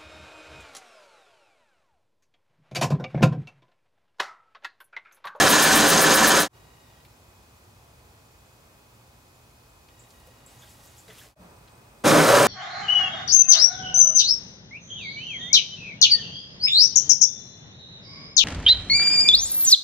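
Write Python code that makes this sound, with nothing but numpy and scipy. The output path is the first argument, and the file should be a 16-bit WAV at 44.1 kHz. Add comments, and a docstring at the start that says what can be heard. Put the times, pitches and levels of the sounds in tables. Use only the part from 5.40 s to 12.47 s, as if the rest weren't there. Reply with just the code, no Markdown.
"""At an open garage door, a mains electric starter cranks a small single-cylinder engine that does not catch.
Gear noise and a whine are paced by the pinion teeth on the flywheel gear, and air noise puffs out once a cycle.
After a fade, a quiet yard: filtered-noise rumble, traffic and crickets, steady hum tones, a buzzing, clicking
lens motor, a far bird's falling whistle, a plastic fuel can handled with noise rubs and ringing bursts, low knocks.
Past another fade in the yard, the starter is pressed again and its tooth tone climbs as it spins up."""
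import sys
import numpy as np
from scipy import signal
from scipy.fft import rfft, irfft, next_fast_len
from scipy.io import wavfile
from scipy.ndimage import uniform_filter1d

SR = 44100
rng = np.random.default_rng(int(sys.argv[2]) if len(sys.argv) > 2 else 0)


def unload_audio(sound):
    """Save the sound as a 16-bit wav file, at the path given as the first command line argument."""
    columns = np.transpose(np.atleast_2d(sound))
    # keep every value between -1 and 1, then stretch to whole-number steps
    steps = np.round(np.clip(columns, -1, 1) * 32767)
    wavfile.write(sys.argv[1], SR, steps.astype(np.int16))


def boost(x):
    """Linear amplitude factor 10**(x/20) for a level x in decibels (scalar or array-like)."""
    u = np.asarray(x, float) / 20
    return 10 ** u


N = 311787
T = np.arange(N) / SR  # s

# All source levels are set ahead of the final gain; spectra are relative, as coloured() evens out their level.
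# master fades: (time [s], gain [0-1])
FADER = [(0, 1), (.975, 1), (1.082, 0), (1.125, .3), (1.155, 1), (5.855, 1), (5.952, 0), (6.02, 1),
         (7.07, 1)]
CRANKING_END_S, SECOND_FADE_S = FADER[2][0], FADER[6][0]  # the moments of silence
# gear noise while cranking: (frequency [Hz], relative density [dB per Hz])
CRANK_SPECTRUM = [(18, -56), (30, -28.5), (93, -19), (161, -11), (252, -10), (287, -6), (328, -8),
                  (554, -6.5), (822, -9.5), (1720, -4.5), (2060, -12.5), (3980, -12), (5740, -14.5),
                  (6550, -12.5), (16000, -29)]
# housing, shroud and gear resonances: (frequency [Hz], width [Hz], boost [dB])
BODY = [(160.4, 14, 8), (221.7, 49, 6), (299, 12.7, 9), (408.4, 46, 4), (539.6, 50, 3), (671, 77, 1.5),
        (771, 43, 6), (984, 75, 4.5), (1172, 11, 5.5), (1318, 24, 3), (1504, 54, 3.5), (1742, 90, 2.5),
        (2334, 33, 4.5), (3142, 93, 1.5), (3910, 71, 3), (4810, 110, -1), (5190, 230, 1.5),
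        (6375, 180, 2.5), (6700, 180, 0), (7060, 170, -3.5), (8760, 120, 4.5)]
# stereo width of starter and handling: (frequency [Hz], left-right likeness [-1 to 1])
STARTER_LIKENESS = [(30, .94), (100, 0.87), (300, 0.85), (1000, 0.79), (2000, 1), (3500, 1), (5500, 0.9),
                    (9000, 1), (15000, 0.85)]
# stereo phase of the starter: (frequency [Hz], lead of the left [rad])
STARTER_TURN = [(30, -.1), (120, -0.21), (300, -0.51), (800, -0.18), (2000, -0.62), (16000, 0.17)]


def in_time(rows):
    """Columns of a curve whose first column is time, one value a sample."""
    s, *columns = np.transpose(rows)
    return [np.interp(T, s, c) for c in columns]


def rms_one(x):
    """Scale to unit rms."""
    return x / np.sqrt(np.mean(x ** 2) + 1e-20)


def at_hz(points, hz):
    """Read a spectrum on a log-frequency axis."""
    point_hz, value = np.array(points)[:, 0], np.array(points)[:, 1]
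    return np.interp(np.log(hz + 1), np.log(point_hz), value)


def drift(rate):
    """Random curve of unit rms: straight lines between chance values, rate of them per s."""
    return rms_one(np.interp(T * rate, np.arange(720), rng.standard_normal(720)))


def band(x, low_hz, high_hz):
    """Band-pass, then unit rms."""
    sos = signal.butter(2, [low_hz, min(high_hz, .45 * SR)], "band", fs=SR, output="sos")
    return rms_one(signal.sosfilt(sos, x))


def noise():
    """Two channels of white noise."""
    return rng.standard_normal((2, N))


def coloured(source, spectrum, likeness, peaks=(), lag=0, turn=((1, 0), (2, 0))):
    """Shape unrelated mid and side sources by spectrum, resonances, width and left lag or phase; unit rms."""
    size = next_fast_len(N)
    hz = np.arange(size // 2 + 1) * SR / size
    resonances_db = sum(db / (1 + (2 * (hz - f) / width) ** 2) for f, width, db in peaks)
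    level_db = at_hz(spectrum, hz) + resonances_db
    alike = np.clip(at_hz(likeness, hz), -.99, .99)
    mid, side = rfft(source, size) * boost(level_db)
    left, right = np.sqrt(1 + alike) * mid + np.sqrt(1 - alike) * side * [[1], [-1]]
    left = left * np.exp(1j * (at_hz(turn, hz) - 2 * np.pi * hz * lag / SR))  # lag in samples
    return rms_one(irfft([left, right], size)[:, :N])


def split(x, low_hz, high_hz):
    """Low, middle and high parts from complementary filters, each then scaled to unit rms."""
    size = next_fast_len(N)
    hz = np.arange(size // 2 + 1) * SR / size
    low = 1 / (1 + (hz / low_hz) ** 4)
    high = 1 / (1 + (high_hz / (hz + 1)) ** 4)
    spectrum = rfft(x, size)
    return [rms_one(irfft(spectrum * part, size)[:, :N]) for part in (low, 1 - low - high, high)]


def burst(s, db, hz, octaves, t60):
    """A burst of noise in a band around hz, nearly central, dying exponentially for a quarter second."""
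    out, length, at = np.zeros((2, N)), SR // 4, round(s * SR)
    white = rng.standard_normal((2, length))
    half = 2 ** (np.clip(octaves, .02, 3) / 2)
    fall = boost(db - 60 * np.arange(length) / SR / np.clip(t60, .01, .4))
    out[:, at:at + length] = fall * band(white[0] + 0.14 * white, hz / half, hz * half)
    return out


def grind(tooth_turns, gating, rattle_per_s, rattle_db):
    """Friction noise pressed harder at each tooth contact, with loose rattling clicks."""
    contact = 1 + gating * np.cos(2 * np.pi * tooth_turns)
    sizes = boost(3.0 * np.minimum(rng.exponential(1, (2, N)), 4)) * rng.choice([-1, 1], (2, N))
    clicks = rms_one(sizes * (rng.random((2, N)) < rattle_per_s / SR))
    return noise() * contact * boost(0.86 * drift(45.0)) + boost(rattle_db) * clicks


def rattle(per_s):
    """Loose parts knock at random, each knock ringing one body resonance."""
    out = np.zeros(N)
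    for hz, width, db in BODY:
        knocks = rng.standard_normal(N) * (rng.random(N) < per_s / SR) + 1e-18
        # two-pole resonator, narrower than the body peak
        r, w = np.exp(-np.pi * width * .6 / SR), 2 * np.pi * hz / SR
        ring = rms_one(signal.lfilter([1], [1, -2 * r * np.cos(w), r * r], knocks))
        out += boost(at_hz(CRANK_SPECTRUM, hz) + db) * np.sqrt(width) * ring
    return rms_one(out)


def cranking():
    """The starter turns the engine over; speed sags at each compression and a puff of air follows."""
    # air puff: (frequency [Hz], relative density [dB per Hz])
    puff_spectrum = [(5000, -38.5), (8000, -5.5), (9000, -2), (11500, -4.5), (13000, -7), (15000, -3),
                     (16000, -10)]
    # its stereo width: (frequency [Hz], left-right likeness [-1 to 1])
    puff_likeness = [(5000, 0.9), (9500, 0.88), (16000, .6)]
    cycle_per_s, cycle_start = 7.72, 0.345  # start as share of an engine cycle
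    tooth_hz, tooth_swing = 550, 0.055  # swing as share of the rate
    gears_db, puff_db, puff_pan_db = -13, -18.5, 2.5  # pan is left over right

    place = (cycle_per_s * T + cycle_start) % 1
    # the puff opens fast, holds to about a quarter of the cycle and leaks away
    opening = np.clip(place / 0.095, 0, 1) * boost(-100.0 * np.maximum(place - .24, 0))
    speed = 1 + tooth_swing * np.sin(2 * np.pi * place) + .015 * drift(25.15)
    turns = np.cumsum(tooth_hz * speed) / SR

    friction = grind(turns, 0.44, 900, -4.5)
    gears = coloured(friction, CRANK_SPECTRUM, STARTER_LIKENESS, BODY, turn=STARTER_TURN)
    gears = gears + boost(-6) * rattle(60)
    # the upper grind surges once a turn, twice a cycle; the lower part dips under the puff
    surge_db = 1.2 * np.cos(4 * np.pi * (place - .42)) + 0.55 * drift(18.2)
    upper = signal.sosfiltfilt(signal.butter(2, 1900, "high", fs=SR, output="sos"), gears)
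    gears = (gears - upper) * boost(-2.0 * opening) + upper * boost(surge_db)

    whine = boost(-33.0 + 2.7 * drift(20.0)) * np.sin(2 * np.pi * turns)
    whine += boost(-27.0 + 1.1 * drift(60.0)) * np.sin(4 * np.pi * turns)
    puff_gain = boost(puff_db + puff_pan_db * np.array([[.5], [-.5]]))
    puff = puff_gain * opening * coloured(noise(), puff_spectrum, puff_likeness)
    return (boost(gears_db) * gears + whine + puff) * (T < CRANKING_END_S)


def yard():
    """Distant rumble and traffic, air hiss and microphone hiss as filtered noise; electrical tones as sines."""
    # far traffic: (time [s], murmur level [dB])
    murmur = [(1.25, -54.5), (1.5, -56.5), (3.2, -56.5), (4.2, -57.5), (5.1, -55), (5.85, -56), (6.04, -50),
              (6.2, -53), (6.62, -54)]
    # outdoor noise: (frequency [Hz], relative density [dB per Hz])
    air = [(12, -55), (20, -39), (49, 2.5), (110, -1), (177, -11.5), (204, -15), (228, -14.5), (347, -16.5),
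           (780, -17), (1000, -16.5), (1760, -24.5), (2460, -23), (2750, -25.5), (7110, -29.5),
           (16000, -43)]
    # its stereo width: (frequency [Hz], left-right likeness [-1 to 1])
    yard_likeness = [(20, 0.77), (60, 1), (130, 1), (290, 0.68), (640, 0.53), (1400, 0.38), (3100, 0.36),
                     (7000, 0.041)]
    # steady electrical tones: (frequency [Hz], level [dB rms])
    hum = [(119.6, -65), (239.5, -75), (359.7, -76), (839.8, -73), (1260, -84), (2519.4, -72.5),
           (3359, -83), (5039, -82), (15734, -82)]
    rumble_mean_db, rumble_follows = -57.5, .7  # level at mean murmur; share of its swing
    hiss_db, mic_hiss_db = -61, -64

    [murmur_db] = in_time(murmur)
    rumble_db = rumble_mean_db + rumble_follows * (murmur_db - murmur_db.mean())
    # sound from the open door reaches the left 8 samples later
    low, middle, high = split(coloured(noise(), air, yard_likeness, lag=8), 154, 1850)
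    out = boost(rumble_db + 1.44 * drift(8.0)) * low + boost(murmur_db) * middle + boost(hiss_db) * high
    out += boost(mic_hiss_db) * band(rng.standard_normal(N), 3700, 20300)
    for hz, db in hum:
        out += np.sqrt(2) * boost(db + 1.1 * drift(5.5)) * np.sin(2 * np.pi * hz * T)
    return out


def crickets():
    """Narrow bands of noise switched on in regular chirps, leaning to the left."""
    # (start [s], stop [s], frequency [Hz], width [Hz], chirp rate [per s], place at 0 s [0-1],
    #  duty [0-1], level [dB])
    calls = [(1.1, 5.95, 7220, 200, 14.56, .38, .55, -72), (5.95, 6.64, 8270, 120, 52.5, .24, .85, -70),
             (1.1, 6.64, 4450, 300, 29.1, .5, .8, -77)]
    out = 0
    for start, stop, hz, width, rate, place, duty, db in calls:
        phase = (rate * T + place + duty / 2) % 1
        chirp = np.sin(np.pi * np.clip(phase / duty, 0, 1))
        tone = band(band(noise(), hz - width / 2, hz + width / 2), hz - width, hz + width)
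        sounding = (T > start) * (T < stop)
        out = out + boost(db + drift(7.4)) * chirp * (tone[0] + .5 * tone) * sounding
    return out


def lens_motor():
    """A lens motor steps at a steady rate: each step a short harmonic buzz with a faint starting tick."""
    # when the motor runs: (start [s], stop [s])
    runs = [(1.13, 1.63), (4.5, 4.68), (4.73, 5.56)]
    # its tone: (multiple of the fundamental [1], level while sounding [dB rms])
    partials = [(2, -67), (3, -69), (4, -69), (5, -77)]
    motor_hz, step_hz, duty = 954, 29.97, .58  # duty as share of a step

    running = sum((T > start) * (T < stop) for start, stop in runs)
    place = (step_hz * T) % 1
    tone = sum(boost(db + 1.1 * drift(25)) * np.sin(2 * np.pi * k * motor_hz * T) for k, db in partials)
    tick = boost(-59.5 - 150 * place + 2 * drift(30)) * band(rng.standard_normal(N), 1800, 5200)
    gate = uniform_filter1d(running * (place < duty) * 1., size=90)  # soft edges
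    return np.sqrt(2) * gate * tone + running * tick


def bird():
    """One faint, falling whistle of a far bird: a sine wavering in pitch and level."""
    # (time [s], frequency [Hz], level [dB rms])
    whistle = [(1.3, 3900, -88), (1.4, 3750, -73), (1.5, 3600, -69), (1.56, 3250, -70), (1.63, 3100, -78),
               (1.66, 3050, -99)]
    hz, db = in_time(whistle)
    turns = np.cumsum(hz * (1 + .006 * drift(65.0))) / SR
    return np.sqrt(2) * boost(db + 2 * drift(40.0)) * np.sin(2 * np.pi * turns)


def handling_and_clicks():
    """Rubs, cap squeaks and blows ring the can as noise bursts; low knocks and dry clicks, some the lens motor's."""
    # rubbing noise: (frequency [Hz], relative density [dB per Hz])
    rustle = [(500, -5), (1500, -5), (4000, -4.5), (7500, -6), (11500, -9), (16000, -14.5)]
    # hands and clothes rub on the can: (time [s], length [s], level [dB], dull over bright part [dB])
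    scuffs = [(4.59, 0.39, -66, -5), (5.065, 0.8, -63, -2.2), (5.194, 0.077, -62.5, -3),
              (5.43, 0.047, -65, -20), (5.56, 0.039, -69, -16), (5.673, 0.18, -59, 1)]
    # the cap squeaks: (time [s], starting level [dB], ring frequency [Hz])
    squeaks = [(4.5925, -49.5, 7300), (4.6194, -57, 7560), (5.0619, -49, 7690), (5.1894, -52, 6750),
               (5.2894, -56, 7370), (5.4694, -51, 7100), (5.5806, -47, 7300)]
    # dry broad clicks, some of them the lens motor starting and stopping:
    # (time [s], starting level [dB], centre frequency [Hz])
    clicks = [(1.650, -49.5, 2700), (1.650, -58, 10500), (4.486, -51.5, 2600), (4.590, -67, 11000),
              (4.705, -50.5, 5040), (4.799, -58, 10200), (4.871, -54, 10000), (5.062, -53, 9000),
              (5.452, -53, 9500), (5.681, -50.5, 3500), (5.73, -53, 10300), (5.785, -48, 11000),
              (6.277, -51, 3000)]
    # modes of the hollow can: (frequency [Hz], level [dB], time to fall 60 dB [s])
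    can = [(179, -3, 0.28), (447, 3, 0.13), (530, -7, 0.23), (630, -3.5, 0.19), (1560, -3.5, 0.13),
           (1690, -4, .11), (2000, -2, 0.17), (2800, -2, 0.072), (3250, -5.5, .13), (3500, -5, 0.12)]
    # blows on the can, where the spot struck favours modes near one pitch, and last two low knocks,
    # perhaps on another object, made from the same modes:
    # (time [s], starting level [dB], favoured frequency [Hz], reach [octaves])
    blows_and_knocks = [(4.871, -46, 540, .15), (5.2215, -44.5, 3550, 0.12), (5.229, -49, 1500, .15),
                        (5.272, -51, 3400, .15), (5.679, -47, 470, 1.9), (5.698, -45, 2410, .5),
                        (5.783, -45, 3150, .3), (5.810, -49, 1720, .15), (5.851, -55, 700, 1.2),
                        (5.958, -37.5, 637, 0.17), (5.981, -38, 179, .3)]
    rub_attack_s, rub_release_s = 0.013, 0.099  # release is the time constant
    ring_octaves, squeak_t60_s = .17, 0.14
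    click_octaves, click_t60_s = 1.2, 0.056

    rubbing = coloured(grind(0, 0, 300, -7.5), rustle, STARTER_LIKENESS)
    _, dull, bright = split(rubbing, 300, 4800)
    dull, bright = boost(1.1 * drift(38.0)) * dull, boost(2.5 * drift(22.05)) * bright
    out = 0
    for s, length, db, dull_db in scuffs:
        attack = np.clip((T - s) / rub_attack_s, 0, 1)
        stroke = attack * np.exp(-np.maximum(T - s - length, 0) / rub_release_s)
        out = out + boost(db) * stroke * (bright + boost(dull_db) * dull)
    out = out * (T < SECOND_FADE_S)

    out += sum(burst(s, db, hz, ring_octaves, squeak_t60_s) for s, db, hz in squeaks)
    out += sum(burst(s, db, hz, click_octaves, click_t60_s) for s, db, hz in clicks)
    for s, db, favoured_hz, reach in blows_and_knocks:
        for hz, mode_db, t60 in can:
            off_pitch_db = -6 * (np.log2(hz / favoured_hz) / reach) ** 2
            out += burst(s, db + mode_db + off_pitch_db, hz, ring_octaves, t60)
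    return out


def spin_up():
    """The starter bites and labours up to speed: the tooth tone climbs; growl and mains buzz follow the load."""
    # (time [s], tooth rate [Hz], load on the starter [0-1])
    spin = [(6.665, 228, 1), (6.735, 282.1, 1.0), (6.775, 298, 1), (6.81, 338.8, 1), (6.86, 480, 0.4),
            (6.927, 572, 0.3), (7.055, 565, 0.35)]
    # gear noise: (frequency [Hz], relative density [dB per Hz])
    spin_spectrum = [(24, -69.5), (40, -38), (85, -36), (151, -4), (194, -12), (297, -6), (444, -5.5),
                     (556, -4), (831, -12.5), (1300, -9.5), (2050, -18.5), (9690, -32.5), (16000, -42.5)]
    start_s, rise_s = 6.637, .024
    # levels unloaded, and what full load adds
    grind_db, grind_load_db = -13, -0.5
    growl_db, growl_load_db = -26.5, 9
    buzz_db, buzz_load_db = -36.5, 3
    brush_db, brush_load_db = -22.5, -2.5
    # the tooth tone firms up once the pinion is home
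    mesh_s, mesh_rise_s, tone_db, tone_loose_db = 6.72, 0.019, -19.5, -17
    # gaining speed weakens the tone (dB per kHz/s) and roughens its pitch (share per kHz/s)
    blur_db, blur_wobble = -3.5, .02
    bite_s, bite_db, bite_t60_s = 6.668, -20.5, 0.34  # bright scrape as the pinion bites

    tooth_hz, load = in_time(spin)
    gaining = uniform_filter1d(np.abs(np.gradient(tooth_hz)) * SR / 1000, size=900)  # kHz per s
    turns = np.cumsum(tooth_hz * (1 + (0.0039 + blur_wobble * gaining) * drift(60.0))) / SR
    tooth = 2 * np.pi * turns

    friction = grind(turns, 0.19, 830, -10.5)
    gears = coloured(friction, spin_spectrum, STARTER_LIKENESS, BODY, turn=STARTER_TURN)
    gears = gears + boost(-16.5) * rattle(76.0)
    low, middle, high = split(gears, 450, 5500)
    growl = boost(growl_db + growl_load_db * load)
    bite = boost(bite_db - 60 * np.maximum(T - bite_s, 0) / bite_t60_s) * (T > bite_s)
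    brush = boost(brush_db + brush_load_db * load)
    out = growl * low + boost(grind_db + grind_load_db * load) * middle + np.hypot(brush, bite) * high

    loose = np.clip(1 - (T - mesh_s) / mesh_rise_s, 0, 1)
    tone_gain = boost(tone_db + tone_loose_db * loose + blur_db * gaining + 1.8 * drift(30.0))
    out += np.sqrt(2) * tone_gain * (np.sin(tooth) + 0.35 * np.sin(2 * tooth))
    # uneven teeth smear the tone into a rough growl that climbs with it
    out += boost(-6.5) * growl * drift(70.0) * (np.cos(tooth) + .5 * np.cos(tooth / 2))
    buzz_gain = boost(buzz_db + buzz_load_db * load + 3.0 * drift(20.0))
    out += np.sqrt(2) * buzz_gain * np.sin(2 * np.pi * 120 * T)
    return out * np.clip((T - start_s) / rise_s, 0, 1)


def scene():
    """Cranking, then the quiet yard, then the spin-up over the yard, all under the master fades."""
    quiet = yard() + crickets() + lens_motor() + bird() + handling_and_clicks()
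    quiet = quiet * (T > CRANKING_END_S)
    [gain] = in_time(FADER)
    return gain * (cranking() + quiet + spin_up())


def roll_off(x):
    """The treble ends steeply here."""
    return signal.sosfilt(signal.butter(12, 16520, fs=SR, output="sos"), x)


def record(dry):
    """The microphone leans right and sheds the deepest bass, loud peaks are rounded and the top is cut."""
    balanced = dry * boost(-.35 * np.array([[.5], [-.5]]))  # dB, left over right
    thinned = signal.sosfilt(signal.butter(2, 35.0, "high", fs=SR, output="sos"), balanced)
    rounded = 0.59 * np.tanh(thinned / 0.8)
    top_cut = signal.cheby2(16, 60, 16300, fs=SR, output="sos")
    mix = signal.sosfilt(top_cut, rounded)
    return roll_off(mix)


dry = scene()
out = record(dry)
unload_audio(out)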